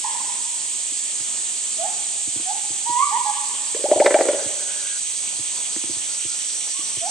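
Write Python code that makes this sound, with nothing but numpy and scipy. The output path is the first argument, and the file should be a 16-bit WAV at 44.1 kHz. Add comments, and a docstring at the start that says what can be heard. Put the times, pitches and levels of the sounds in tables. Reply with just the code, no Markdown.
"""A gorilla drums its chest with cupped hands: hollow pops that bend upward as the trapped air shrinks.
Clear ape hoots echo off the walls of the grassy zoo enclosure beforehand; one more and faint far
calls follow. A chorus of cicadas hisses throughout, over a low wash of air and a thin machine whine.
The hand-held camera knocks softly, its lens motor whirrs, and stems brush and snap underfoot."""
import sys
import numpy as np
from scipy import signal
from scipy.fft import rfft, irfft
from scipy.io import wavfile
from scipy.ndimage import uniform_filter1d

SR = 44100
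rng = np.random.default_rng(int(sys.argv[2]) if len(sys.argv) > 2 else 0)


def log_audio(samples):
    """Write samples as a 16-bit WAV file to the path given in sys.argv[1]."""
    # one column per channel
    frames = np.atleast_2d(samples).T
    # limit to full scale, then quantise
    limited = np.clip(frames, -1, 1)
    pcm = np.round(limited * 32767).astype(np.int16)
    wavfile.write(sys.argv[1], SR, pcm)


N = 313110
TIME = np.arange(N) / SR
PREROLL = SR // 4  # samples before zero, for an echo already in the air

# Table levels are relative; each layer sets its own gain.
# Tone colour of the massed cicadas: frequency_hz, level_db
CHORUS_SPECTRUM = [(1300, -35.5), (2000, -23), (2400, -16.5), (2800, -16.5), (3150, -13), (3700, -15),
                   (4500, -14.5), (5250, -17), (6300, -8), (7200, -7), (8050, 1.5), (8600, -2),
                   (10200, -21), (11500, -36)]
# Single cicadas holding a narrow note: start_s, length_s, pitch_hz, glide_hz_per_s, level_db
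SOLO_CICADAS = [(-.5, 1.44, 5280, 139, -43.5), (0.205, 2.1, 6500, 17.5, -42),
                (1.895, 1.84, 6150, 149.5, -42), (3.6, 3.4, 6665, -39, -40), (3.698, 4.6, 5965, 60, -40),
                (5.6, 2.3, 5660, 79, -38.5)]
# Tone colour of the outdoor bed: frequency_hz, level_db
AIR_SPECTRUM = [(22, -46), (35, -36), (55, -30), (80, -4), (125, -6), (250, 0.5), (500, 0.5), (900, 2),
                (1400, -0.5), (2500, -7), (6000, -14), (12000, -22.5), (16000, -16.5)]
# Ape hoots: start_s, length_s, held_pitch_hz, final_rise_hz, end_level_db, swell_db
APE_HOOTS = [(-.13, .1, 850, 240, -19.5, 2), (1.781, 0.092, 678, 207, -29.5, 4.5),
             (2.452, .08, 759, 101, -27.5, 7.5), (2.852, .204, 965, 300, -17.5, 12.5),
             (3.111, 0.071, 877, 123, -19, 5), (3.243, 0.073, 863, -25, -23.5, 9),
             (7.006, 0.091, 690, 187, -29, 9.5)]
# Calls from across the zoo: start_s, length_s, held_pitch_hz, final_rise_hz, end_level_db, swell_db
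DISTANT_CALLS = [(5.5, 0.12, 1000, -60, -51.5, 0), (6.06, .11, 1425, -10, -49, 9),
                 (6.27, 0.096, 1405, 15, -51, -1), (6.73, 0.098, 1103, 89, -47, -1)]
# Knocks on the camera body: start_s, level_db, relative_thud_db
HANDLING_KNOCKS = [(.92, -41.5, -12), (1.201, -41.5, 3), (2.274, -34.5, -1), (2.359, -31.5, -1.5),
                   (2.397, -33, -17), (2.702, -36, -2), (2.894, -32, -5.5), (3.955, -35, 2.5),
                   (4.456, -33, .5), (5.392, -35.5, 1.5), (5.763, -28.5, -19), (5.838, -30, -9),
                   (5.895, -28, -8), (5.963, -41, 5), (6.249, -34.5, 1), (6.791, -36, -14),
                   (6.969, -35.5, 3)]
# Ring of the camera shell: pitch_hz, level_db, t60_s
SHELL_MODES = [(267, -8.5, 0.065), (319, 2.5, 0.045), (437, -3, 0.024)]
# Thud of the camera in the hand: pitch_hz, level_db, t60_s
GRIP_MODES = [(106, -16, 0.13), (126, -8.5, 0.091)]
# Tones of the lens motor: pitch_hz, level_db
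LENS_TONES = [(1430, -55), (1520, -53), (1610, -51), (1690, -52)]
# Runs of the lens motor: start_s, stop_s
LENS_RUNS = [(4.34, 4.485), (4.59, 4.984)]
# Brushes through the grass: start_s, length_s, level_db
GRASS_SCUFFS = [(1.188, 0.052, -55), (5.74, 0.13, -49), (6.623, .1, -44.5)]
# Tone colour of brushed grass: frequency_hz, level_db
GRASS_SPECTRUM = [(40, -40), (100, -24), (400, -6), (700, 2), (1500, -2), (3000, -3), (8000, -7),
                  (15000, -30)]
# Stems snapping underfoot: start_s, level_db
STEM_SNAPS = [(1.202, -36), (5.762, -36), (5.838, -34.5)]
# Tone colour of a skin slap or stem snap: frequency_hz, level_db
CRACK_SPECTRUM = [(200, -37), (700, -0.5), (1250, -8), (1550, -2.5), (1900, -2), (2350, -3.5),
                  (2800, -12.5), (4200, -16.5), (7000, -27), (15000, -46)]
# Hands landing on the chest: start_s, level_db, pocket_pitch_hz, bend_hz, ring_s, relative_slap_db
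CHEST_BEATS = [(3.7467, -25, 472, 183, 0.024, -7), (3.8401, -16.5, 561, 307, 0.027, -17),
               (3.9145, -6.5, 623, 353, 0.017, -16.5), (4.0006, -7, 572.5, 308, 0.026, -9.5),
               (4.0618, -7.5, 555, 189, .017, 1), (4.1432, -7.5, 632, 230, 0.024, -5),
               (4.2087, -11, 530, 224, 0.0098, -7), (4.2865, -11, 561.5, 201, 0.016, -7)]
# Ring of the chest wall: pitch_hz, level_db, t60_s
CHEST_MODES = [(347, -8.5, 0.041), (427, -2, 0.015)]
# Slapback off hard surfaces: delay_s, level_db, lowpass_hz
WALL_BOUNCES = [(.0133, -10, 1800), (.0452, -6.5, 1400), (.0588, -8.5, 785)]
# Reverb time of the enclosure: frequency_hz, t60_s
ENCLOSURE_DECAY = [(100, 0.61), (300, 1.15), (600, 1), (1000, 1.64), (2000, 1.9), (5000, 0.8),
                   (12000, 0.21)]
# How alike left and right sound: frequency_hz, coherence_ratio
STEREO_COHERENCE = [(100, 1), (300, 1), (700, 0.78), (1500, 0.18), (3000, 0.59), (6000, 0.49), (8000, 0.58),
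                    (11000, 0.68), (15000, 0.62)]
# Balance of the diffuse noise: frequency_hz, left_over_right_db
STEREO_BALANCE = [(150, 0.5), (380, -0.5), (700, -2), (1290, -3), (2380, -3.5), (4400, -3.5), (8120, -3.5),
                  (15000, 1)]
# Base phase lag between the microphone ports: frequency_hz, right_lag_rad
PORT_LAG = [(200, 0), (1100, .4), (3200, .6), (6000, 1.0), (6800, 1.2), (8200, .85), (10500, .5),
            (11500, 2.8)]


def amp(db):
    return 10 ** (np.asarray(db) / 20)


def unit_rms(x):
    return x / np.sqrt(np.mean(x ** 2) + 1e-20)


def curve(points, hz):
    """Breakpoints joined on a log-frequency axis."""
    frequency, value = np.transpose(points)
    return np.interp(np.log(hz + 1), np.log(frequency + 1), value)


def add(mix, start_s, sound):
    part = mix[max(round(start_s * SR), 0):][:len(sound)]
    part += sound[:len(part)]


def wander(size, rate_hz):
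    """A smooth random modulator of rms about 1, rolling off above rate_hz."""
    rolloff = np.exp(-(np.fft.rfftfreq(N, 1 / SR) / rate_hz) ** 2)
    return unit_rms(irfft(rfft(rng.standard_normal(N)) * rolloff, N))[:size]


def diffuse(shape_db):
    """Coloured noise from all around, as two close microphone ports hear it."""
    hz = np.fft.rfftfreq(N, 1 / SR)
    left, other = rfft(rng.standard_normal((2, N)))
    shared = np.clip(curve(STEREO_COHERENCE, hz), 0, 1)
    pan = amp(curve(STEREO_BALANCE, hz) / 2)
    right = (shared * left + np.sqrt(1 - shared ** 2) * other) * np.exp(-1j * curve(PORT_LAG, hz))
    return unit_rms(irfft(np.array([left * pan, right / pan]) * amp(shape_db(hz)), N))


def band(centre_hz, width_hz):
    """Diffuse noise in one steep resonance."""
    return diffuse(lambda hz: -30 * np.log10(1 + ((hz - centre_hz) / width_hz) ** 2))


def low_cut(x, hz):
    return signal.sosfilt(signal.butter(5, hz, "high", fs=SR, output="sos"), x)


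def dull(x, hz):
    return signal.lfilter(*signal.butter(1, hz, fs=SR), x)


def cicada_chorus(peak_s=1.9, swell_s=2.6, fade_s=0.87, blur_hz=130):
    """Massed tymbals blur into hiss; one broad voice swells and dies away, and a few hold notes."""
    out = diffuse(lambda hz: curve(CHORUS_SPECTRUM, hz)) * amp(-25.5 + 0.27 * wander(N, 120))
    out += band(7250, 790) * amp(-31.5) * np.exp(-((TIME - peak_s) / swell_s) ** 2)
    for start, length, hz, glide, db in SOLO_CICADAS:
        age = TIME - start
        phase = 2 * np.pi * np.cumsum(hz + glide * age) / SR + np.array([[0], [-1]])  # right lags
        swell = amp(db) * np.clip(np.minimum(age, length - age) / fade_s, 0, 1)
        buzz = wander(N, blur_hz) + 1j * wander(N, blur_hz)  # uneven tymbal clicks blur the note
        out += swell * (buzz * np.exp(1j * phase)).real * amp([[-1.5], [1.5]])
    return out


def seesaw_cicada(rock_hz=5.25, floor=0.28, growth_db_per_s=1.0):
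    """One insect rocks between a low and a high syllable, growing steadily louder."""
    rock = np.cos(2 * np.pi * (rock_hz * TIME + 0.29 + 0.05 * wander(N, 5.3)))
    low = np.maximum(rock, floor) ** 0.81 * (band(3200, 650) + amp(-8) * band(2320, 450))
    high = np.maximum(-rock, floor) ** 0.89 * band(4590, 1140)
    crescendo = amp(-45.5 + growth_db_per_s * TIME + 1.8 * wander(N, 370))
    return (amp(1) * low + amp(1.5) * high) * crescendo


def air():
    """The low wash of the grounds, with a thin, steady machine whine."""
    wash = amp(-48 + 1.76 * wander(N, 6.4)) * diffuse(lambda hz: curve(AIR_SPECTRUM, hz))
    return wash + amp(-58) * band(1815, 18)


def ape_voice(calls, octave_db, scoop=0.0783, scoop_s=0.0201, attack_s=0.021, release_s=0.017):
    """Near-pure calls scoop onto a note and bend at the end; their octave grows with the effort."""
    tone, octave = np.zeros((2, N + PREROLL))
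    for start, length, hz, rise_hz, db, swell_db in calls:
        t = np.arange(0, length, 1 / SR)
        final_sweep = rise_hz / (1 + np.exp((length - 0.03 - t) / (0.11 * length)))
        pitch = hz * (1 - scoop * np.exp(-t / scoop_s)) + final_sweep
        phase = 2 * np.pi * np.cumsum(pitch * (1 + 0.009 * wander(len(t), 71))) / SR
        gate = np.minimum(t / attack_s, 1) * np.minimum((length - t) / release_s, 1)
        effort = gate * amp(db - swell_db * (1 - t / length) + 1.98 * wander(len(t), 53))
        add(tone, start + PREROLL / SR, effort * unit_rms(np.sin(phase)))
        add(octave, start + PREROLL / SR, effort ** 1.34 * amp(octave_db) * unit_rms(np.sin(2 * phase)))
    return tone, octave


def hoots(entry_s=0.0384):
    """Hoots thrown back by the walls, their octave mostly as echo, and far calls behind them."""
    tone, octave = ape_voice(APE_HOOTS, octave_db=-9)
    far, _ = ape_voice(DISTANT_CALLS, octave_db=-10)
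    voice = tone + amp(-5) * octave
    near = amp(2) * (voice + slapback(voice)) * amp([[-4], [2.5]])
    echo = amp(-4) * reverb(tone + octave, gap_s=0.0072, build_s=0.0039) * amp([[-2.5], [2]])
    distant = amp(-2) * far + amp(-3) * reverb(far, gap_s=0.0081, build_s=0.016)
    entry = np.clip((TIME - entry_s) / 0.0073, 0, 1)  # the hoot layer is gated in abruptly just after the start
    return entry * off_axis((near + echo + distant)[:, PREROLL:], spread=2.34)


def slapback(x):
    """Distinct, dulled repeats from the nearest hard surfaces."""
    out = np.zeros(len(x))
    for delay, db, lowpass_hz in WALL_BOUNCES:
        add(out, delay, amp(db) * dull(x, lowpass_hz))
    return out


def reverb(x, gap_s, build_s, taps_per_s=2500, frame=256):
    """The enclosure's tail: sparse reflections build after a gap and die band by band."""
    shape = (2, SR * 3 // 2)
    taps = rng.standard_normal(shape) * (rng.random(shape) < taps_per_s / SR)
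    hz, t, bands = signal.stft(taps, SR, nperseg=frame)
    shared = np.clip(curve(STEREO_COHERENCE, hz), 0, 1)[:, None]
    bands[1] = shared * bands[0] + np.sqrt(1 - shared ** 2) * bands[1]
    bands *= amp(-60 * t / curve(ENCLOSURE_DECAY, hz)[:, None]) * np.clip((t - gap_s) / build_s, 0, 1)
    bands /= np.sqrt(np.mean(np.sum(abs(bands[:, 2:8]) ** 2, axis=2)))  # normalise on the mids
    tail = signal.istft(bands, SR, nperseg=frame)[1] / np.sqrt(frame ** 2 / 3)
    return signal.fftconvolve(x[None], tail, axes=1)[:, :len(x)]


def off_axis(x, spread):
    """Sound from one side reaches the second microphone port a little later."""
    lag = spread * curve(PORT_LAG, np.fft.rfftfreq(N, 1 / SR))
    return np.array([x[0], irfft(rfft(x[1]) * np.exp(-1j * lag), N)])


def ring(modes, t):
    """Damped modes after one blow."""
    return sum(amp(db - 60 * t / t60) * np.sin(2 * np.pi * hz * t) for hz, db, t60 in modes)


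def camera_knocks(detune=0.04, attack_s=0.0031):
    """Handling rings the shell, at a slightly new pitch each time, over a thud in the grip."""
    t, out = TIME[:SR // 6], np.zeros(N)
    for start, db, thud_db in HANDLING_KNOCKS:
        shell = ring(SHELL_MODES, t * (1 + detune * rng.standard_normal()))
        thud = amp(thud_db) * ring(GRIP_MODES, t)
        add(out, start, 1.79 * amp(db) * (shell + thud) * (1 - np.exp(-t / attack_s)))
    return out


def grass():
    """Stems brush, crackle and snap underfoot."""
    touch, snaps = np.zeros((2, N))
    for start, length, db in GRASS_SCUFFS:
        add(touch, start, amp(db) * signal.windows.hann(int(length * SR)))
    for start, db in STEM_SNAPS:
        add(snaps, start, amp(db) * crack(TIME[:SR // 6], decay_s=0.0011))
    return snaps + touch * diffuse(lambda hz: curve(GRASS_SPECTRUM, hz)) * amp(4 * wander(N, 120))


def crack(t, decay_s):
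    """A short burst of contact noise."""
    colour = amp(curve(CRACK_SPECTRUM, np.fft.rfftfreq(len(t), 1 / SR)))
    noise = irfft(rfft(rng.standard_normal(len(t))) * colour, len(t))
    return unit_rms(noise) * t / decay_s * np.exp(1 - t / decay_s)


def chest_beats(scoop=0.36, scoop_s=0.0019, bend_s=0.0234, attack_s=0.00051):
    """A cupped hand traps air on the chest; the pocket shrinks, so its pitch rises as it rings."""
    t, pops = TIME[:SR // 6], np.zeros(N)
    for start, db, hz, bend_hz, ring_s, slap_db in CHEST_BEATS:
        pitch = hz * (1 - scoop * np.exp(-t / scoop_s)) + bend_hz * np.minimum((t / bend_s) ** 3, 1)
        pocket = np.sin(2 * np.pi * np.cumsum(pitch) / SR) * np.exp(-(t / ring_s) ** 2.47)
        add(pops, start, amp(db) * (pocket + ring(CHEST_MODES, t)) * (1 - np.exp(-t / attack_s)))
        slap = 0.5 * amp(db + slap_db) * crack(t, decay_s=0.0028)
        add(pops, start - 0.00203, slap)  # the fingers land before the palm seals
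    pops = low_cut(pops, hz=290)  # so small a pocket radiates no bass
    add(pops, 0.00505, amp(-10) * pops)  # the ground bounce thickens each pop
    near = (pops + slapback(pops)) * amp([[0.3], [-0.3]])
    return near + amp(-8) * reverb(dull(pops, hz=1740), gap_s=0.01, build_s=0.013)


def lens_motor(blur_hz=26):
    """The lens motor whirrs through the camera body: a cluster of rough, close tones."""
    gate = sum(1.0 * ((TIME > start) & (TIME < stop)) for start, stop in LENS_RUNS)
    whirr = np.zeros(N)
    for hz, db in LENS_TONES:
        roughness = wander(N, blur_hz) + 1j * wander(N, blur_hz)
        whirr += amp(db) * (roughness * np.exp(2j * np.pi * hz * TIME)).real
    return whirr * uniform_filter1d(gate, size=600)


def scene():
    """Gorilla up front, hoots and ambience around it, camera noises dead centre."""
    outdoors = chest_beats() + hoots() + cicada_chorus() + seesaw_cicada() + air()
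    camera = low_cut(camera_knocks() + lens_motor(), hz=76)
    return outdoors + camera + grass()


def record(dry, edge_hz=15800):
    """Peaks stop at full scale, then a steep low-pass trims the top."""
    lowpass = signal.firwin(511, edge_hz, window=("kaiser", 9), fs=SR)
    return signal.oaconvolve(np.clip(dry, -1, 1), lowpass[None], "same")


dry = scene()
out = record(dry)
log_audio(out)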